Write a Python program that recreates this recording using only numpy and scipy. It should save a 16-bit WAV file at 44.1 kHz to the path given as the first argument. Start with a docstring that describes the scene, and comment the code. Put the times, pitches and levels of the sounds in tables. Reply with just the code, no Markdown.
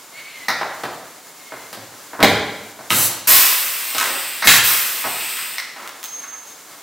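"""In a reverberant assembly hall, steady ventilation noise washes throughout; a far air tool whines briefly.
A rivet gun knocks and is set against a plastic roof edge, its blows sounding through damped modes.
The gun cycles twice: shaped noise makes air rush in and blast out, then suction hisses; a rivet snaps.
Knocks and scuffs follow as the gun is put away, and a dropped steel pin rings as a throbbing tone."""
import sys
import numpy as np
from scipy import signal
from scipy.fft import rfft, irfft, next_fast_len
from scipy.io import wavfile

SR = 44100
rng = np.random.default_rng(int(sys.argv[2]) if len(sys.argv) > 2 else 0)


def to_wav(s):
    """Save 16-bit WAV."""
    ch = np.atleast_2d(s).T  # columns
    pcm = np.round(np.clip(ch, -1, 1) * 32767)  # PCM
    wavfile.write(sys.argv[1], SR, pcm.astype(np.int16))


N = 301070  # length in samples
T = np.arange(N) / SR
SIZE = next_fast_len(N, True)
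HZ = np.fft.rfftfreq(SIZE, 1 / SR)

# Ventilation spectrum: pitch_hz, level_db
VENTILATION_COLOUR = [(15, -65), (25, -38), (174, -6), (205, -8), (291, 0), (324, -4.5), (449, -3),
                      (749, -1.5), (812, -3.5), (981, -1), (1280, -1.5), (1780, -4.5), (2520, -8),
                      (4330, -6.5), (15800, -9)]
VENTILATION_DB = -40.5
# Extra humps in the ventilation: pitch_hz, width_hz, level_db
VENTILATION_PEAKS = [(2160, 100, 6.9), (7030, 1400, 3.8)]
# How alike left and right are in diffuse sound: pitch_hz, correlation (no unit)
LIKENESS = [(25, 0.3), (70, 1), (300, 0.98), (1500, 1), (3000, 0.97), (5500, 0.8), (9000, 0.39),
            (15000, 0.11)]

# Runs of the far air tool: start_s, length_s, first_pitch_hz, last_pitch_hz, level_db
TOOL_RUNS = [(0.121, 0.066, 2010, 2250, -40.5), (.19, 0.092, 2080, 2290, -41),
             (0.291, .16, 2100, 2020, -39.5), (1.39, 0.27, 2164, 2060, -48)]
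TOOL_RISE_S, TOOL_FADE_DB_PER_S = 0.02, 350
# Thin exhaust hiss of the far tool: pitch_hz, level_db
TOOL_EXHAUST_COLOUR = [(800, -17), (2200, 6), (3200, 1), (4500, -4), (7000, -40)]

# Time for the hall's tail to die by 60 dB: pitch_hz, decay_s
HALL_DECAY = [(100, 0.9), (1000, 0.91), (3000, 0.88), (6000, 0.7), (11000, 0.43), (16000, 0.39)]
# Strength of the hall's tail: pitch_hz, level_db
HALL_LEVEL = [(100, 7), (1000, 4), (4000, 2.5), (8000, 1), (15000, 0.5)]
# Echoes off the floor and nearby panels: delay_s, level_db
ECHOES = [(.0032, -15.5), (.0061, -13), (.0088, -14), (0.0134, -20.5), (0.0172, -4)]

# The gun's steel nose knocking against things: start_s, level_db, bass_db, treble_db, rattle_s
NOSE_KNOCKS = [(.4835, -15, 8.5, 1, 0.087), (4.423, -16, -3, -5, 0.14), (5.5825, -23, -19, -1.5, 0.014)]
# Tone of the nose: pitch_hz, level_db
NOSE_COLOUR = [(60, -26), (150, -19), (450, -11.5), (950, 2.5), (2150, 2.5), (2600, -7.5), (3200, -11),
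               (3700, 0.5), (4700, -1), (5900, -4), (7200, -17.5), (15800, -16)]
# Resonances of the gun: pitch_hz, width_hz, level_db
GUN_MODES = [(1360, 160, 2.5), (1940, 480, 6.5)]

# Blows on the roof: start_s, level_db, bass_db, treble_db
ROOF_BLOWS = [(.613, -20.5, -7, -19), (0.8353, -22.5, -2.5, -6.5), (1.521, -31, -4, -12),
              (1.729, -31, 1, 8.5), (1.775, -39, 12, -10), (1.921, -41.5, 6, -8), (2.133, -30.5, -11, -30),
              (2.192, -24, -2, -43), (2.204, -18, 1, -11), (2.228, -7, 6, 0.5), (2.79, -36, 2, -22),
              (3.948, -23.5, -6, 9), (5.049, -25, -6, -25)]
# Tone of the roof: pitch_hz, level_db
ROOF_COLOUR = [(40, -39), (85, -16), (125, -5), (180, -6.5), (380, -2.5), (550, -1.5), (800, 0), (1400, 0),
               (2200, -7), (3200, -9), (4600, -8.5), (6500, -17.5), (15800, -20)]
# Resonances of the roof: pitch_hz, width_hz, level_db
ROOF_MODES = [(323, 19, 3), (496, 60, 1.5), (736, 300, 3.5), (890, 7.9, -23), (1170, 160, -2),
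              (1770, 660, 1.5)]
ROOF_RATTLE_S = 0.055  # the loose panel's chatter after a blow dies by 60 dB in this time
# The piston kicks the roof just after each stroke begins
KICK_DELAY_S = 0.011
KICK_DB, KICK_BASS_DB, KICK_TREBLE_DB, KICK_RATTLE_S = -19.5, 15.5, 12.5, 0.2

# Cracks of steel pins, breaking in the jaws or dropping: start_s, level_db, bass_db, treble_db, rattle_s
PIN_CRACKS = [(2.228, -9, 3, -16, 0.004), (2.237, -34, 6, 6, 0.0036), (4.4725, 0, -14, 2, 0.012),
              (5.876, -32.5, -11, 3, 0.035), (6.03, -31.5, -10, 7.5, 0.02), (6.041, -26.5, -15, 14, 0.041)]
# Tone of the cracks: pitch_hz, level_db
PIN_COLOUR = [(100, -22), (1000, 9.5), (3500, 6.5), (7500, -0.5), (11000, -6), (15800, 0)]

# Air rushing through the valve with the trigger pulled: start_s, length_s, level_db
STROKES = [(2.897, .165, -17.3), (4.443, .13, -17)]
# Tone of the rush: pitch_hz, level_db
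STROKE_COLOUR = [(180, -36), (300, 0), (454, -5.5), (563, -2.5), (1250, -5), (2120, -12.5), (4120, -3),
                 (5290, -5), (7010, 0), (15800, 0)]
VALVE_OPEN_S, VALVE_SHUT_DB_PER_S = 0.0043, 1200
BUILD_DB, BUILD_S = 8, 0.028  # the rush starts this far down and builds as the piston gets moving
# A jet throws its treble forward: pitch_hz, level_db
BEAM_COLOUR = [(200, -10.5), (1500, -7), (5000, -2.5), (12000, -1)]
# Roof shaken by the working piston: pitch_hz, level_db
SHUDDER_COLOUR = [(25, -27), (60, -27), (110, -10), (180, -9), (260, -0.5), (500, -17.5)]

# Clacks of piston, jaws and casing:
# start_s, level_db, bass_db, treble_db, rattle_s, rebound_gap_s, loss_per_rebound_db
GUN_CLACKS = [(2.905, -15.5, -27, -10, .014, 0.0087, 5), (3.9826, -17, -8, 6.5, 0.027, 0.029, 2),
              (4.472, -10, -14, 13, 0.13, .034, 2), (5.041, -26.5, 10.5, -26, .03, .014, 7),
              (5.37, -29.5, -10, 5, 0.078, .02, 2.5)]
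# Tone of the clacks: pitch_hz, level_db
GUN_COLOUR = [(60, -33), (150, -31), (500, -20), (1000, 0.5), (2200, -5.5), (3000, -7.5), (4500, -12.5),
              (7200, -15), (15800, -21.5)]

# The cylinder emptying after each release: start_s, length_s, level_db, half_power_s, steepness (no unit)
VENTS = [(3.271, 1.15, -12, 0.13, 1.54), (4.635, .9, -18.5, 0.12, 1.34)]
# Tone of the vented air: pitch_hz, level_db
VENT_COLOUR = [(35, -50), (60, -50), (337, -13.5), (370, -13), (711, -8), (856, -8), (919, -8),
               (1010, -1.5), (2810, -5.5), (6220, -6.5), (11900, -5), (13400, -1.5), (15800, -9)]
# Resonances of the vented air: pitch_hz, width_hz, level_db
VENT_PEAKS = [(2400, 350, 1.5), (8700, 500, -3), (12400, 1000, 4.5), (15100, 680, 8)]
VENT_BUILD_DB, VENT_BUILD_S = 1, 0.005  # the exhaust port takes a moment to clear
# Rumble of exhaust air on the microphones: pitch_hz, level_db
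GUST_COLOUR = [(12, -8), (35, -3), (80, 9.5), (200, 4.5), (500, 6), (1200, 3), (3000, -69)]

# Suction drawing the spent pin back after each release: start_s, length_s, crest_s, level_db
SUCTIONS = [(3.28, 1.16, 4.086, -27.5), (4.633, 0.96, 5.227, -28.5)]
# Tone of the suction: pitch_hz, level_db
SUCTION_COLOUR = [(100, -28.5), (400, -17.5), (1200, -6), (3500, -1.5), (6400, -15), (10000, -9.5),
                  (15800, -2)]
# Resonances of the suction: pitch_hz, width_hz, level_db
SUCTION_PEAKS = [(2090, 1200, 6), (2646, 400, 5.5), (5100, 1600, 8), (8270, 2160, 18), (13600, 1500, 7)]
SUCTION_SLOPE_DB_PER_S = 20.5  # swells to its crest and sinks again at this rate

# Hands, sleeves and gun sliding over the panels: start_s, length_s, level_db, bass_db
SCUFFS = [(3.991, 0.16, -35, 10), (5.752, 0.11, -40, 0), (6.212, 0.039, -42, -27),
          (6.298, 0.037, -44.5, -21), (6.7, 0.034, -49, 2)]
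# Tone of the scuffs: pitch_hz, level_db
SCUFF_COLOUR = [(100, -31), (400, -4), (1200, 5), (2000, -1), (3000, -6.5), (8000, -20), (15800, -19)]
SCUFF_BASS_HZ = 550

PIN_S, PIN_RING_S = 6.034, 0.51  # the dropped pin starts to ring, and is stopped this much later
PIN_FACING_S = 6.141  # the spinning, tumbling pin faces the microphones squarely at this moment, when spin and tumble peak together
PIN_DB, PIN_FADE_DB_PER_S, PIN_STOP_DB_PER_S = -33.5, 21, 597

EDGE_HZ = 15850  # nothing much is left above this pitch


def amp(db):
    """Turn decibels into a plain multiplier."""
    return 10 ** (np.asarray(db) / 20)


def unit(x):
    """Scale a signal to an rms of 1."""
    return x / np.sqrt(np.mean(x ** 2) + 1e-20)


def read(points, hz):
    """Read a curve joined by straight lines on a log-frequency axis."""
    f, value = np.transpose(points)
    return np.interp(np.log(hz + 1), np.log(f + 1), value)


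def add(mix, s, sound):
    """Add a sound into the mix from time s, cutting off what runs past the end."""
    part = mix[round(s * SR):][:len(sound)]
    part += sound[:len(part)]


def noise(db):
    """Noise of rms 1 with a given spectrum."""
    return unit(irfft(rfft(rng.standard_normal(SIZE)) * amp(db), SIZE)[:N])


def drift(rate_hz):
    """Random wandering of rms 1, mostly slower than the given rate."""
    return noise(-20 * np.log10(1 + (HZ / rate_hz) ** 4))


def humps(peaks, at=HZ):
    """Resonances as a dB curve."""
    return sum(db / (1 + (2 * (at - hz) / width) ** 2) for hz, width, db in peaks)


def pair(a, b):
    """Two unrelated signals become a diffuse field at two close microphones."""
    size = next_fast_len(len(a), True)
    same = np.clip(read(LIKENESS, np.fft.rfftfreq(size, 1 / SR)), -1, 1)
    mid = rfft(a, size) * np.sqrt((1 + same) / 2)
    side = rfft(b, size) * np.sqrt((1 - same) / 2)
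    return irfft(np.array([mid + side, mid - side]), size)[:, :len(a)]


def gate(s, length, rise_s, fade_db_per_s):
    """Gain that starts to rise at s and starts to fade once the length is over."""
    return np.clip((T - s) / rise_s, 0, 1) * amp(-fade_db_per_s * np.maximum(T - s - length, 0))


def causal(db):
    """Minimum-phase impulse response (it acts as early as it can) of a full-circle dB curve."""
    return np.fft.ifft(np.exp(np.conj(signal.hilbert(np.log(amp(db)))))).real


def rattle(t60):
    """A dying flurry of contacts, of energy 1, that excites all frequencies about evenly."""
    t = T[:SR // 2]
    spectrum = rfft(rng.standard_normal(len(t)) * amp(-60 * t / t60))
    even = irfft(spectrum / abs(spectrum), len(t))
    force = even / (1 + (t / t60) ** 8)  # cut away the late remains
    return force / np.linalg.norm(force)


def strikes(rows, colour, modes, crack_db, bass_hz, treble_hz):
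    """Each blow is a crack and a short rattle, sounding through the body's damped modes."""
    out = np.zeros(N)
    hz = abs(np.fft.fftfreq(4096, 1 / SR))
    for s, db, bass_db, treble_db, rattle_s in rows:
        force = rattle(rattle_s)
        force[0] = amp(crack_db)
        bass_tilt_db = bass_db / (1 + (hz / bass_hz) ** 3)
        treble_tilt_db = treble_db / (1 + (treble_hz / (hz + 1)) ** 3)
        body = causal(read(colour, hz) + humps(modes, hz) + bass_tilt_db + treble_tilt_db)
        sound = signal.fftconvolve(force, body)
        # the level is that of the same energy spread over 10 ms
        add(out, s, amp(db) * sound * np.sqrt(SR / 100) / np.linalg.norm(sound))
    return out


def ventilation(swell_db=0.96, apart_db=-19):
    """The steady wash of fans and air lines, with a faint share unrelated between the microphones."""
    colour_db = read(VENTILATION_COLOUR, HZ) + humps(VENTILATION_PEAKS)
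    shared = pair(noise(colour_db), noise(colour_db))
    apart = np.array([noise(colour_db), noise(colour_db)])
    return amp(VENTILATION_DB + swell_db * drift(8.2)) * (shared + amp(apart_db) * apart)


def far_tool(jitter_hz=18, waver_hz=24, overtone_db=-12, exhaust_db=-6):
    """A small air motor glides and wavers in pitch through each run, with a thin exhaust hiss."""
    exhaust = amp(exhaust_db) * noise(read(TOOL_EXHAUST_COLOUR, HZ))
    waver = jitter_hz * drift(133) + waver_hz * drift(29)
    out = np.zeros(N)
    for s, length, first_hz, last_hz, db in TOOL_RUNS:
        pitch_hz = np.interp(T, [s, s + length], [first_hz, last_hz]) + waver
        turn = 2 * np.pi * np.cumsum(pitch_hz) / SR
        whine = np.sin(turn) + amp(overtone_db) * np.sin(2 * turn)
        out += amp(db) * gate(s, length, TOOL_RISE_S, TOOL_FADE_DB_PER_S) * (whine + exhaust)
    return out * amp(2 * drift(25))


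def hall(build_s=0.0018):
    """Impulse response of the hall: a diffuse tail that dies faster in the treble."""
    hz, t, grains = signal.stft(rng.standard_normal((2, SR * 5 // 4)), SR, nperseg=256)
    decay = amp(-60 * t / read(HALL_DECAY, hz)[:, None]) * (1 - np.exp(-t / build_s))
    decay /= np.sqrt((decay ** 2).sum(1, keepdims=True) * t[1] * SR)  # equal energy at each pitch
    tail = grains * decay * amp(read(HALL_LEVEL, hz))[:, None]
    return pair(*signal.istft(tail, SR, nperseg=256)[1])


def reverberate(x, count=3):
    """Several random hall responses take turns, so that no single one colours the steady hiss."""
    turns = 1.7 * T + np.arange(count)[:, None] / count  # 1.7 rounds per second
    shares = np.maximum(np.cos(2 * np.pi * turns), 0)
    shares /= np.linalg.norm(shares, axis=0)
    out = sum(signal.fftconvolve(x * share, hall(), axes=1)[:, :N] for share in shares)
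    for s, db in ECHOES:
        out += amp(db) * np.pad(x, ((0, 0), (round(s * SR), 0)))[:, :N]
    return out


def nose_knocks():
    """The steel nose strikes something and rings through the gun's resonances."""
    return strikes(NOSE_KNOCKS, NOSE_COLOUR, GUN_MODES, crack_db=-11, bass_hz=750, treble_hz=4000)


def roof_hits():
    """List all that strikes the roof: the blows, and one kick for each stroke."""
    kicks = [(s + KICK_DELAY_S, KICK_DB, KICK_BASS_DB, KICK_TREBLE_DB, KICK_RATTLE_S)
             for s, _, _ in STROKES]
    return [(*blow, ROOF_RATTLE_S) for blow in ROOF_BLOWS] + kicks


def roof_blows():
    """Blows and kicks make the plastic panel chatter and sound through its resonances."""
    return strikes(roof_hits(), ROOF_COLOUR, ROOF_MODES, crack_db=-10, bass_hz=307, treble_hz=3140)


def roof_boom(hz=106, t60=0.59, db=-18, build_s=0.067):
    """Strong, bassy hits set the whole roof shell swinging most in its lowest mode."""
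    out, t = np.zeros(N), T[:SR]
    swing = (1 - np.exp(-t / build_s)) * amp(-60 * t / t60) * np.sin(2 * np.pi * hz * t)
    for s, blow_db, bass_db, _, _ in roof_hits():
        add(out, s, amp(db + blow_db + bass_db) * swing)
    return out


def pin_cracks():
    """Steel pins break or drop with a bright crack and a very short rattle."""
    return strikes(PIN_CRACKS, PIN_COLOUR, [], crack_db=6, bass_hz=700, treble_hz=6000)


def valve(s, length, build_db, build_s):
    """Flow through a valve that snaps open, builds to full strength and shuts."""
    build = amp(-build_db * np.exp(-np.maximum(T - s, 0) / build_s))
    return gate(s, length, VALVE_OPEN_S, VALVE_SHUT_DB_PER_S) * build


def stroke_flow():
    """Air driving the piston while the trigger is pulled."""
    return sum(amp(db) * valve(s, length, BUILD_DB, BUILD_S) for s, length, db in STROKES)


def vent_flow():
    """The exhaust holds while the piston returns, then sinks with the pressure."""
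    flow = np.zeros(N)
    for s, length, db, half_s, steepness in VENTS:
        fall = np.hypot(1, (abs(T - s) / half_s) ** steepness)
        flow += amp(db) * valve(s, length, VENT_BUILD_DB, VENT_BUILD_S) / fall
    return flow


def suction_flow(rise_s=0.05, fade_db_per_s=350):
    """The suction swells and sinks once after each release."""
    return sum(amp(db - SUCTION_SLOPE_DB_PER_S * abs(T - crest_s)) * gate(s, length, rise_s, fade_db_per_s)
               for s, length, crest_s, db in SUCTIONS)


def jet(flow, colour_db, spread_db):
    """Turbulent air: a faintly fluttering hiss whose treble differs between the microphones."""
    treble = 1 / (1 + (6500 / (HZ + 1)) ** 2)
    side = irfft(rfft(noise(colour_db), SIZE) * treble, SIZE)[:N] * amp(spread_db)
    flutter = amp(0.5 * drift(60))
    return flow * flutter * (noise(colour_db) + np.array([side, -side]))


def air(pipe_hz=855, pipe_db=3, leak_db=-7):
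    """Valve rush, cylinder vent and suction; some vented air leaks out through the suction tube."""
    vent = vent_flow()
    beam_db = read(BEAM_COLOUR, HZ)
    passage_db = -pipe_db * np.cos(np.pi * HZ / pipe_hz)  # odd resonances of a passage closed at one end
    rush = jet(stroke_flow(), read(STROKE_COLOUR, HZ) + beam_db + passage_db, spread_db=-17)
    blast = jet(vent, read(VENT_COLOUR, HZ) + beam_db + humps(VENT_PEAKS), spread_db=-17)
    tube_flow = np.hypot(suction_flow(), amp(leak_db) * vent)
    suction = jet(tube_flow, read(SUCTION_COLOUR, HZ) + humps(SUCTION_PEAKS), spread_db=-27)
    return rush + blast + suction


def buffet(gust_db=-30, steepness=3.2, shudder_db=-13):
    """The piston's stroke shudders through the roof; vented air rumbles on each microphone apart."""
    shudder = stroke_flow() * noise(read(SHUDDER_COLOUR, HZ))
    vent = vent_flow()
    rumble = np.array([noise(read(GUST_COLOUR, HZ)) for _ in range(2)])
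    gusts = rumble * (vent / vent.max()) ** steepness
    return amp(gust_db) * gusts + amp(shudder_db) * shudder


def gun_clacks(count=3):
    """Gun parts clack through its resonances, each clack with evenly spaced, weakening rebounds."""
    hits = [(s + k * gap, db - k * loss_db, bass_db, treble_db, rattle_s)
            for s, db, bass_db, treble_db, rattle_s, gap, loss_db in GUN_CLACKS
            for k in range(count)]
    return strikes(hits, GUN_COLOUR, GUN_MODES, crack_db=-3, bass_hz=710, treble_hz=4770)


def scuffs(rise_s=0.008, fade_db_per_s=450, grain_db=3):
    """Grainy friction noise while something slides; firm pressure brings out the panel's bass."""
    colour_db = read(SCUFF_COLOUR, HZ)
    bass = 1 / (1 + (HZ / SCUFF_BASS_HZ) ** 3)
    rubs = np.zeros(N)
    for s, length, db, bass_db in SCUFFS:
        rubs += amp(db) * gate(s, length, rise_s, fade_db_per_s) * noise(colour_db + bass_db * bass)
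    return rubs * unit(amp(grain_db * drift(110)))


def pin(hz=6401, spin_hz=21, swing_db=5, tumble_hz=4.9, tumble_db=2):
    """A steel pin rings on one bending mode, throbbing as it spins; loudest facing the microphones."""
    turn = 2 * np.pi * (T - PIN_FACING_S)
    spin = swing_db * np.cos(spin_hz * turn + 0.3 * drift(4.6))
    tumble = tumble_db * np.cos(tumble_hz * turn)
    fade = amp(PIN_DB - PIN_FADE_DB_PER_S * np.maximum(T - PIN_S, 0))
    ring = gate(PIN_S, PIN_RING_S, 0.0031, PIN_STOP_DB_PER_S) * fade
    tone = np.sin(2 * np.pi * np.cumsum(hz + 9 * drift(42)) / SR)  # the pitch trembles slightly
    return ring * amp(spin + tumble) * tone


def scene():
    """Add the direct sounds, their reverberation in the hall and the ventilation."""
    whine = far_tool()
    near = nose_knocks() + roof_blows() + pin_cracks() + air() + gun_clacks() + scuffs()
    ring = pin()
    direct = near + whine + ring + roof_boom() + buffet()
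    return direct + reverberate(near + 0.5 * whine + amp(-5) * ring) + ventilation()


def record(dry):
    """The loudest peaks overload and are cut flat; then a filter removes the highest treble."""
    clipped = np.clip(dry, -1, 1)
    low_pass = signal.firwin(511, EDGE_HZ, window=("kaiser", 9), fs=SR)
    return signal.oaconvolve(clipped, low_pass[None], "same")


dry = scene()
out = record(dry)
to_wav(out)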